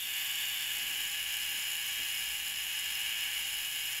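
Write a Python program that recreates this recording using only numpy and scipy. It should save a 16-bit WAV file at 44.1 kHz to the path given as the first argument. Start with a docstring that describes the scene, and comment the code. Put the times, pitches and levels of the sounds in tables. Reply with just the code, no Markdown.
"""A quiet room, one microphone close to an old hand-held camera as its clockwork self-timer runs down.
The escapement rocks about 170 times a second; each contact of the pallets rings the case, the gear
plate and the small steel parts. Uneven gears make speed and force flutter, and the ring changes as
the left hand closes on the body. Under the whir lie room rumble, faint mains hum and the rub of hands."""
import sys
import numpy as np
from scipy import signal
from scipy.fft import rfft, irfft, next_fast_len
from scipy.io import wavfile
from scipy.ndimage import map_coordinates

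SR = 44100
rng = np.random.default_rng(int(sys.argv[2]) if len(sys.argv) > 2 else 0)


def persist_wave(psi):
    """Save psi, clipped to +-1, as 16-bit WAV."""
    counts = np.round(np.clip(psi, -1, 1) * 32767).astype(np.int16)
    wavfile.write(sys.argv[1], SR, np.atleast_2d(counts).T)


N = 176400
TIME = np.arange(N) / SR
BEAT_HZ = 171.5  # swings of the anchor a second


def amp(db):
    """Decibels to gain."""
    return 10 ** (np.asarray(db) / 20)


def unit(x):
    """Scale to rms 1."""
    return x / np.sqrt(np.mean(x ** 2) + 1e-20)


def fader(rows, trim_db=0):
    """One gain per sample from (time [s], level [dB]) rows, plus a trim."""
    return amp(trim_db + np.interp(TIME, *np.transpose(rows)))


def wobble(knot_hz):
    """A smooth random curve with knot_hz knots a second."""
    knots = rng.standard_normal(int(N * knot_hz / SR) + 4)
    return map_coordinates(knots, [TIME * knot_hz])


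def filtered(x, response):
    """Pass x through a complex response, given as a function of frequency."""
    size = next_fast_len(N + SR // 2)
    return irfft(rfft(x, size) * response(np.fft.rfftfreq(size, 1 / SR)), size)[:N]


def ring(x, modes, size=16384):
    """x through a body with these resonances, at rms 1; the body answers a blow at once."""
    f = np.fft.rfftfreq(size, 1 / SR)
    power = sum(np.abs(amp(db) * f * width / (hz * hz - f * f + 1j * f * width)) ** 2
                for hz, width, db in modes)
    cepstrum = irfft(np.log(power + 1e-10) / 2)
    cepstrum[1:size // 2] *= 2  # fold to minimum phase
    cepstrum[size // 2 + 1:] = 0
    impulse_response = irfft(np.exp(rfft(cepstrum)))
    return unit(signal.fftconvolve(x, impulse_response)[:N])


def room_tone():
    """The room itself: steady air, mains hum and a low resonance that swells and sinks."""
    # spectrum of the air: (frequency [Hz], relative density [dB])
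    air_spectrum = [(20, -1), (45, -4), (75, -10), (110, -3), (170, -6.5), (300, -7), (400, -11.5),
                    (550, -10), (750, -13.5), (1000, -22), (2000, -21)]
    # hum tones: (frequency [Hz], level [dB])
    hum_tones = [(100, -74), (120, -74.5), (205, -79)]
    # room resonance: (frequency [Hz], width [Hz], relative level [dB])
    rumble_mode = [(46.4, 4, 0)]
    # its swells: (time [s], relative level [dB])
    rumble_level = [(0, -82), (.45, -77), (.78, -69.5), (1.3, -75), (2.0, -69.5), (2.35, -64.5),
                    (2.9, -70.5), (3.8, -71), (4, -76)]
    hz, db = np.transpose(air_spectrum)
    air = filtered(rng.standard_normal(N), lambda f: amp(np.interp(np.log(f + 1), np.log(hz + 1), db)))
    hum = sum(np.sqrt(2) * amp(level) * np.sin(2 * np.pi * (f * TIME + rng.random()))
              for f, level in hum_tones)
    rumble = fader(rumble_level, trim_db=2.5) * ring(rng.standard_normal(N), rumble_mode)
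    return amp(-62.5) * unit(air) + hum + rumble


def reflections(x, t60_s=.11):
    """A short, dry tail from the table and the walls, 2 ms behind the direct sound."""
    t = TIME[:SR // 4]
    tail = rng.standard_normal(len(t)) * amp(-60 * t / t60_s) * (t > .002)
    return signal.fftconvolve(x, tail / np.linalg.norm(tail))[:N]


def handling_noise():
    """Fingers shift on the camera body: soft, dull swells of rubbing skin."""
    # finger movements: (time [s], half length [s], peak level [dB])
    rubs = [(0.918, 0.24, -64.5), (1.54, .05, -64), (2.004, 0.027, -59)]
    # colour of skin on the body: (frequency [Hz], width [Hz], relative level [dB])
    skin_modes = [(120, 83, 2), (237, 140, 3), (335, 79, 5)]
    swells = sum(amp(db) * np.exp(-((TIME - at_s) / half_s) ** 2) for at_s, half_s, db in rubs)
    return swells * ring(rng.standard_normal(N), skin_modes)


def closing_grip(x, free_modes, held_modes, from_s=.44, to_s=1.2):
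    """The ring passes from free to held modes as the left hand closes on the body."""
    grip = np.interp(TIME, [from_s, to_s], [0, 1])
    free, held = ring(x, free_modes), ring(x, held_modes)
    blend_power = 1 - 2 * grip * (1 - grip) * (1 - np.mean(free * held))
    return ((1 - grip) * free + grip * held) / np.sqrt(blend_power)


def case_ring(drive, late_hz=2730, width_hz=910):
    """The thin case rings; bending waves near late_hz lag, smearing each knock over about 1 ms."""
    # modes of the case: (frequency [Hz], width [Hz], relative level [dB])
    case_modes = [(840.0, 143.0, -20.5), (1127.0, 29.0, -19.5), (1556.0, 49.0, -15.0), (1704.0, 77.0, -8.5),
                  (1851.0, 37.0, -12.0), (2047.0, 46.0, -10.5), (2218.0, 37.0, -8.0), (2328.0, 48.0, -5.0),
                  (2441.0, 24.0, -11.5), (2567.0, 80.0, -6.0), (2812.0, 47.0, 0.0), (2926.0, 80.0, -0.0),
                  (3052.0, 35.0, -4.5), (3180.0, 143.0, -8.5), (3459.0, 33.0, -11.5)]
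    # strength of their ring: (time [s], relative level [dB])
    case_level = [(0, -40.5), (.08, -37), (.16, -34.5), (.5, -34.5), (1.0, -34.5), (1.6, -34.5), (2.2, -35),
                  (2.5, -36), (3.2, -33.5), (3.6, -36), (4, -35)]
    pole = lambda f: late_hz ** 2 - f * f + 1j * f * width_hz
    smeared = filtered(drive, lambda f: np.conj(pole(f)) / pole(f))  # all-pass: the colour stays
    return fader(case_level, trim_db=-2.5) * ring(smeared, case_modes)


def damped_case_ring(drive):
    """One case mode sounds for about the first second, until the grip damps it."""
    # the mode: (frequency [Hz], width [Hz], relative level [dB])
    damped_mode = [(3490, 190, 0)]
    # its fall under the hand: (time [s], level [dB])
    damped_level = [(0, -41), (.15, -48), (.4, -44), (.7, -46), (1.1, -68), (1.5, -68)]
    return fader(damped_level) * ring(drive, damped_mode)


def plate_ring(drive):
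    """The gear plate rings at about 4-9 kHz; its modes shift with the grip."""
    # plate modes, left hand off, then on: (frequency [Hz], width [Hz], relative level [dB])
    free_modes = [(3950.0, 344.0, -6.5), (4490.0, 143.0, -2.0), (4998.0, 120.0, -5.5),
                  (5404.0, 197.0, -5.5), (5926.0, 155.0, -11.0), (6628.0, 120.0, -3.5),
                  (7161.0, 299.0, 0.0), (7879.0, 372.0, -9.0), (8546.0, 120.0, -14.0),
                  (8976.0, 120.0, -9.5)]
    held_modes = [(3807.0, 145.0, -3.0), (4144.0, 309.0, -6.0), (5147.0, 295.0, -1.0),
                  (5983.0, 122.0, -6.5), (6784.0, 229.0, 0.0), (7154.0, 271.0, -0.5), (7850.0, 599.0, -9.5),
                  (8694.0, 155.0, -11.0)]
    # strength of their ring: (time [s], relative level [dB])
    plate_level = [(0, -46), (.09, -45.5), (.14, -44), (.6, -44), (1.6, -43.5), (2.6, -44), (4, -43.8)]
    return fader(plate_level, trim_db=-.5) * closing_grip(drive, free_modes, held_modes)


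def steel_ring(drive):
    """The small steel parts ring at about 10-16 kHz; their modes shift with the grip."""
    # steel modes, left hand off, then on: (frequency [Hz], width [Hz], relative level [dB])
    free_modes = [(9889.0, 120.0, -5.5), (10400.0, 740.0, -4.0), (10832.0, 321.0, -5.0),
                  (11396.0, 347.0, -7.5), (12091.0, 159.0, 0.0), (12420.0, 172.0, -3.0),
                  (12905.0, 526.0, -1.5), (13491.0, 227.0, -9.0), (13958.0, 236.0, -6.5),
                  (14590.0, 345.0, -9.0), (15516.0, 274.0, -14.0)]
    held_modes = [(9900.0, 488.0, -0.5), (10304.0, 225.0, 0.0), (10853.0, 196.0, -2.0),
                  (11335.0, 311.0, -3.5), (12267.0, 433.0, -2.0), (12745.0, 169.0, -4.5),
                  (13065.0, 153.0, -1.0), (13801.0, 362.0, -1.0), (14450.0, 385.0, -11.0),
                  (15573.0, 192.0, -10.5)]
    # strength of their ring: (time [s], relative level [dB])
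    steel_level = [(0, -43), (.3, -43.5), (.8, -43.5), (1.2, -44), (2.2, -44), (2.8, -45), (4, -44)]
    return fader(steel_level, trim_db=1) * closing_grip(drive, free_modes, held_modes)


def anchor_swings(drift_share=.018, scatter_db=.37):
    """Start [s] and force [dB] of every swing of the anchor, driven through the uneven gears."""
    # uneven wheels: (rate [turns/s], first peak [s], speed ripple [share], force ripple [dB])
    gears = [(1.5737, .29, .008, 0.26), (3.472, .181, 0.011, 0.29), (6.875, .008, .01, 0.25),
             (7.76, .03, .035, 0.01), (14.673, .047, .035, -0.18), (63.18, .015, .04, -1.5)]
    ripple = np.array([np.cos(2 * np.pi * hz * (TIME - peak_s)) for hz, peak_s, _, _ in gears])
    _, _, speed_ripple, force_ripple_db = np.transpose(gears)
    rate_hz = BEAT_HZ * (1 + speed_ripple @ ripple + drift_share * wobble(knot_hz=25))
    swing_count = np.cumsum(rate_hz) / SR
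    starts = np.interp(np.arange(int(swing_count[-1])), swing_count, TIME)
    force_db = np.interp(starts, TIME, force_ripple_db @ ripple)
    return starts, force_db + scatter_db * rng.standard_normal(len(starts))


def escapement(jitter_s=.00009, scatter_db=1.1, one_way_bias=.55):
    """Each contact is a knock and a short slide of pallet on tooth; gives drives for case, plate, steel."""
    # contacts in one swing: (place in the swing [0-1], slide [s], case [dB], plate [dB], steel [dB])
    contacts = [(0, 0.00078, 3, -4.5, 0.5), (.24, .0008, -4, -24.5, -20), (.43, .0006, -3.5, 2.5, 2.5),
                (.6, 0.0013, -5.5, 1.5, -4.5)]
    force_follow = (.47, 1, 1)  # the heavy case follows only part of each change of force in dB
    slide_share = np.array([[.15], [.9], [.7]])  # power in sliding noise; the rest is clean knock
    starts, swing_db = anchor_swings()
    knocks, slide_power = np.zeros((2, 3, N))
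    for place, slide_s, *part_db in contacts:
        late, hard, push = rng.standard_normal((3, len(starts)))
        contact_s = starts + place / BEAT_HZ + jitter_s * late
        at = np.clip(contact_s * SR, 0, N).astype(int)
        blow_db = swing_db + scatter_db * hard
        direction = np.sign(push + one_way_bias)
        blows = np.array([np.bincount(at, direction * amp(db + follow * blow_db), N + 1)[:N]
                          for db, follow in zip(part_db, force_follow)])
        knocks += blows
        slide_samples = slide_s * SR
        slide_power += signal.lfilter([1], [1, -np.exp(-1 / slide_samples)], blows ** 2) / slide_samples
    grit = rng.standard_normal((3, N))
    return np.sqrt(1 - slide_share) * knocks + np.sqrt(slide_share * slide_power) * grit


def self_timer(bass_cut_hz=640):
    """The escapement rings the camera's parts; the small body gives off almost no bass."""
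    case, plate, steel = escapement()
    whir = case_ring(case) + damped_case_ring(plate) + plate_ring(plate) + steel_ring(steel)
    return signal.sosfilt(signal.butter(2, bass_cut_hz, "high", fs=SR, output="sos"), whir)


def scene():
    """The whir close up, in mono, with the room's reflections well below it."""
    whir = self_timer()
    return (whir + amp(-15) * reflections(whir) + room_tone() + handling_noise())[None]


def record(dry):
    """The microphone channel keeps nothing above its band limit."""
    top_hz = 15770
    return np.array([filtered(x, lambda hz: hz < top_hz) for x in dry])


dry = scene()
out = record(dry)
persist_wave(out)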